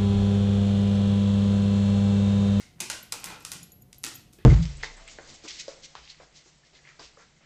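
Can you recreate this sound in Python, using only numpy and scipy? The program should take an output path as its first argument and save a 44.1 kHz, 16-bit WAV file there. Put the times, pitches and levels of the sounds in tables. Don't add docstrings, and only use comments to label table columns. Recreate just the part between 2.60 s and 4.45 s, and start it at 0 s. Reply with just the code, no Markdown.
import sys
import numpy as np
from scipy import signal
from scipy.fft import rfft, irfft, next_fast_len
from scipy.io import wavfile

SR = 44100
rng = np.random.default_rng(int(sys.argv[2]) if len(sys.argv) > 2 else 0)


def generate_wav(sig):
    pcm = np.round(np.clip(np.atleast_2d(sig).T, -1, 1) * 32767).astype(np.int16)
    wavfile.write(sys.argv[1], SR, pcm)


def makeup_ratio(level_db):
    decades = np.asarray(level_db, float) / 20
    return 10 ** decades


N = 81585

# start_s, click_db, click_pitch_hz, knock_db, room_db
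LANDINGS = [(-.06, -21, 5940, -43, 1), (0.2036, -16, 6670, -37.5, 3.5), (0.3, -16, 6600, -32, 4),
            (0.523, -14, 6890, -34.5, -1), (.6421, -18.5, 7870, -35.5, 1.5), (0.7021, -33, 5380, -37.5, 6),
            (0.85, -20.5, 6960, -43.5, 0.5), (0.9176, -20, 6760, -39, 2.5),
            (1.3291, -33.5, 6500, -55.5, -1.5), (1.4395, -16.5, 6500, -39, 1.5),
            (1.4649, -22.5, 6500, -40, 3), (1.7283, -45.5, 8100, -70, 10), (1.7865, -49, 2960, -56.5, 5.5),
            (0.6337, -39.5, 3100, -40.5, 6), (.672, -34.5, 2960, -35.5, 4.5),
            (0.8061, -40.5, 6800, -66, 6.5), (0.1937, -50, 5900, -59, 4)]
# delay_ms, level_db
CLICK_BURST = [(0, 0), (.42, -1), (.9, -6), (1.25, -3), (1.6, -6)]
# start_s, level_db, pitch_hz
CLAW_TIPS = [(.2075, -17, 7500), (.2095, -17, 7500), (.3033, -23, 5000), (.5254, -18, 5500),
             (.5293, -19, 8000), (.6567, -28, 10000), (.6602, -27, 6000), (.9252, -24, 9000),
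             (.9352, -26, 8000), (1.0395, -40, 5000), (1.3455, -44, 7000), (1.4275, -44, 7500),
             (1.4348, -25, 8500), (1.4365, -31, 8500), (1.4477, -18, 8000), (1.7342, -39, 8500),
             (.779, -44, 8000), (.761, -38, 3500), (.968, -36, 6500), (.1835, -50, 1500)]
# pitch_hz, level_db, t60_s
BOARD_MODES = [(585.5, -8.5, 0.0086), (870, -5.5, 0.015), (1085, -0.5, 0.011), (1390, -1.5, 0.015),
               (1950, 0, 0.0095), (2480, -0.5, .016)]
# start_s, level_db, pitch_hz
PLANK_NOTES = [(-.04, -36, 2080), (.204, -29.5, 2480), (.21, -39, 860), (.3, -39.5, 600),
               (.301, -38.5, 870), (.302, -32, 1506), (.5225, -34, 2460), (.528, -34.5, 1350),
               (.54, -36.5, 880), (.7015, -35.5, 907), (.71, -44, 488), (.8503, -41, 1320),
               (1.4395, -34, 1890), (1.787, -51, 1710)]
# start_s, level_db, pitch_hz, t60_s
PAD_THUMPS = [(0.211, -36.5, 212, 0.065), (0.221, -30.5, 356, 0.028), (0.314, -42, 330, 0.035),
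              (.525, -49.5, 478, 0.15), (0.559, -45.5, 290, 0.069), (.7, -50, 311, 0.15),
              (0.888, -50.5, 171, 0.24), (0.954, -34.5, 167.5, 0.065), (1.445, -38, 266, 0.073),
              (1.469, -41, 329, 0.077), (1.786, -38, 385, 0.033), (0.156, -49.5, 162.6, 0.17),
              (1.384, -54, 110, 0.03), (1.651, -44, 129, 0.089), (0.658, -39.5, 178, 0.075)]
# start_s, part (name), level_db
CHINKS = [(.428, "short", -47), (.598, "short", -54), (.6, "clip", -58), (.697, "long", -60),
          (.799, "short", -62), (.824, "short", -62), (.89, "link", -49), (.906, "short", -60),
          (1.03, "ring", -42), (1.03, "link", -48), (1.031, "short", -58), (1.034, "long", -55),
          (1.119, "ring", -50), (1.12, "long", -52), (1.12, "clip", -56), (1.383, "held", -45),
          (1.214, "ring", -62), (1.22, "short", -55), (1.222, "ring", -57), (1.226, "clip", -58),
          (1.383, "long", -61), (1.397, "hook", -68), (1.398, "clip", -62), (1.543, "short", -52),
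          (1.545, "long", -58), (1.546, "hook", -58), (1.553, "ring", -42), (1.556, "short", -46),
          (1.786, "short", -66), (.428, "rim", -60)]
COLLAR_PARTS = {"long": [(11625, -1, .29)], "short": [(12560, 0, .07), (12535, -7, .2), (14600, -22, .06)],
                "ring": [(6870, 0, .04), (12600, -4, .03), (10000, -8, .03), (6840, -24, .25)],
                "link": [(10060, 0, .07)], "clip": [(11270, 0, .04)], "hook": [(10460, 0, .12)],
                "rim": [(9875, 0, .3)], "held": [(11600, 0, .04)]}
# frequency_hz, t60_s
ROOM_DECAY = [(200, 0.48), (1000, 0.41), (3000, 0.5), (7000, 0.38), (11000, 0.38), (15000, 0.28)]
# frequency_hz, level_db
ROOM_COLOUR = [(150, 5), (1000, 2), (3000, 0.5), (7000, -1), (11000, -5), (15500, 2.5)]
# frequency_hz, level_db (per Hz)
AIR_SPECTRUM = [(13, -52), (22, -15), (132, -6.5), (263, -15), (347, -19), (1170, -35.5), (10900, -43.5),
                (11800, -48), (16000, -117)]
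# pitch_hz, level_db (rms)
HUM_TONES = [(120, -72), (727, -79)]
# frequency_hz, level_db
MICROPHONE = [(20, 2), (15000, 1.5), (15500, -38), (16400, -26), (16700, -90)]


def along(points, hz):
    f, v = np.transpose(points)
    return np.interp(np.log(hz + 1), np.log(f + 1), v)


def coloured(x, points):
    size = next_fast_len(N + 8192)
    gain = makeup_ratio(along(points, np.fft.rfftfreq(size, 1 / SR)))
    return irfft(rfft(x, size) * gain, size)[:N]


def add(track, start_s, x):
    i = round(start_s * SR)
    first = max(i, 0)
    x = x[max(-i, 0):][:max(N - first, 0)]
    track[first:][:len(x)] += x


def click(at_s, pitch_hz, t):
    cycles = (t - at_s) * pitch_hz - 1
    return np.sin(2 * np.pi * cycles) * np.exp(-(cycles / 0.44) ** 2)


def grit_of(tip, t):
    return np.convolve(rng.standard_normal(len(t)), tip[:64])[:len(t)]


def ring(modes, t, scatter_db):
    out = np.zeros(len(t))
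    for pitch_hz, level_db, t60_s in modes:
        decay = makeup_ratio(level_db + scatter_db * rng.normal() - 60 * t / t60_s)
        out += decay * np.sin(2 * np.pi * pitch_hz * t)
    return out


def soft_start(t, rise_s):
    return 1 - np.exp(-t / rise_s)


def room(x, level_db):
    build_s = 0.0022
    hz, t, z = signal.stft(rng.standard_normal(SR * 3 // 4), SR, nperseg=256)
    decay_db = 60 * t / along(ROOM_DECAY, hz)[:, None]
    shape = makeup_ratio(along(ROOM_COLOUR, hz)[:, None] - decay_db)
    tail = signal.istft(z * shape, SR, nperseg=256)[1]
    tail = tail * soft_start(np.arange(len(tail)) / SR, build_s)
    return makeup_ratio(level_db) * signal.fftconvolve(x, tail / np.linalg.norm(tail))


def paw_clicks(level_db, pitch_hz, t):
    tips = np.zeros(len(t))
    for delay_ms, loss_db in CLICK_BURST:
        force, timing, pitch = rng.normal(size=3)
        uneven_db = 1.5 * force * (delay_ms > 0)
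        delay_s = delay_ms * (1 + 0.1 * timing) / 1000
        tips += makeup_ratio(level_db + loss_db + uneven_db) * click(delay_s, pitch_hz * (1 + 0.08 * pitch), t)
    return tips


def board_knock(t):
    modes = [(hz * (1 + 0.06 * rng.normal()), db, t60_s) for hz, db, t60_s in BOARD_MODES]
    return ring(modes, t, 2) * soft_start(t, 0.0005)


def claws():
    rattle_db, rattle_s = -15, 0.014
    swell_db, swell_s = -27, 0.0013
    wall_s, wall_db = 0.016, -11
    tail_db = -1
    out = np.zeros(N)
    t = np.arange(SR // 16) / SR
    for start_s, click_db, pitch_hz, knock_db, room_db in LANDINGS:
        first = makeup_ratio(click_db) * click(0, pitch_hz, t)
        grit = grit_of(first, t)
        tips = paw_clicks(click_db, pitch_hz, t) + makeup_ratio(rattle_db - 60 * t / rattle_s) * grit
        knock = makeup_ratio(knock_db) * board_knock(t)
        swell = makeup_ratio(swell_db) * np.exp(-t[::-1] / swell_s) * grit
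        add(out, start_s - len(t) / SR, swell)
        add(out, start_s, tips + knock)
        add(out, start_s + wall_s, makeup_ratio(wall_db + min(room_db, 0)) * tips)
        add(out, start_s, room(2 * first + knock, tail_db + room_db))
    for start_s, level_db, pitch_hz in CLAW_TIPS:
        tip = makeup_ratio(level_db) * click(0, pitch_hz, t)
        rattle = makeup_ratio(rattle_db - 2 - 90 * t / rattle_s) * grit_of(tip, t)
        add(out, start_s, tip + rattle)
        add(out, start_s, room(tip, tail_db))
    return out


def planks():
    out = np.zeros(N)
    t = np.arange(SR // 16) / SR
    for start_s, level_db, pitch_hz in PLANK_NOTES:
        note = ring([(pitch_hz, level_db, 0.013)], t, 0)
        add(out, start_s, note)
        add(out, start_s, room(note, 1))
    return out


def pads():
    out = np.zeros(N)
    t = np.arange(SR // 4) / SR
    for start_s, level_db, pitch_hz, t60_s in PAD_THUMPS:
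        modes = [(pitch_hz, 0, t60_s), (1.6 * pitch_hz, -6, 0.7 * t60_s)]
        push = makeup_ratio(level_db) * ring(modes, t, 1) * soft_start(t, 0.005)
        add(out, start_s, push)
        add(out, start_s, room(push, -6))
    return out


def tags():
    tick_db, tick_s = -8, 0.017
    out = np.zeros(N)
    t = np.arange(SR // 2) / SR
    for start_s, part, level_db in CHINKS:
        chink = makeup_ratio(level_db) * ring(COLLAR_PARTS[part], t, 1) * soft_start(t, 0.00033)
        bright_noise = np.diff(rng.standard_normal(len(t) + 1))
        tick = makeup_ratio(level_db + tick_db - 60 * t / tick_s) * bright_noise
        add(out, start_s, chink + tick)
    return out + room(out, -19)[:N]


def air():
    t = np.arange(N) / SR
    rumble = coloured(rng.standard_normal(N), AIR_SPECTRUM)
    drift = np.cumsum(rng.standard_normal(N)) * 0.004
    hum = np.zeros(N)
    for pitch_hz, level_db in HUM_TONES:
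        hum += makeup_ratio(level_db) * np.sqrt(2) * np.sin(2 * np.pi * pitch_hz * t + drift)
    hiss = makeup_ratio(-78.5) * np.diff(rng.standard_normal(N + 1))
    return makeup_ratio(-60) * rumble / rumble.std() + hum + hiss


def scene():
    return (claws() + planks() + pads() + tags() + air())[None]


def roll_off(x):
    return signal.sosfilt(signal.butter(12, 16500, fs=SR, output="sos"), x)


def record(dry):
    mix = coloured(dry[0], MICROPHONE)[None]
    return roll_off(mix)


dry = scene()
out = record(dry)
generate_wav(out)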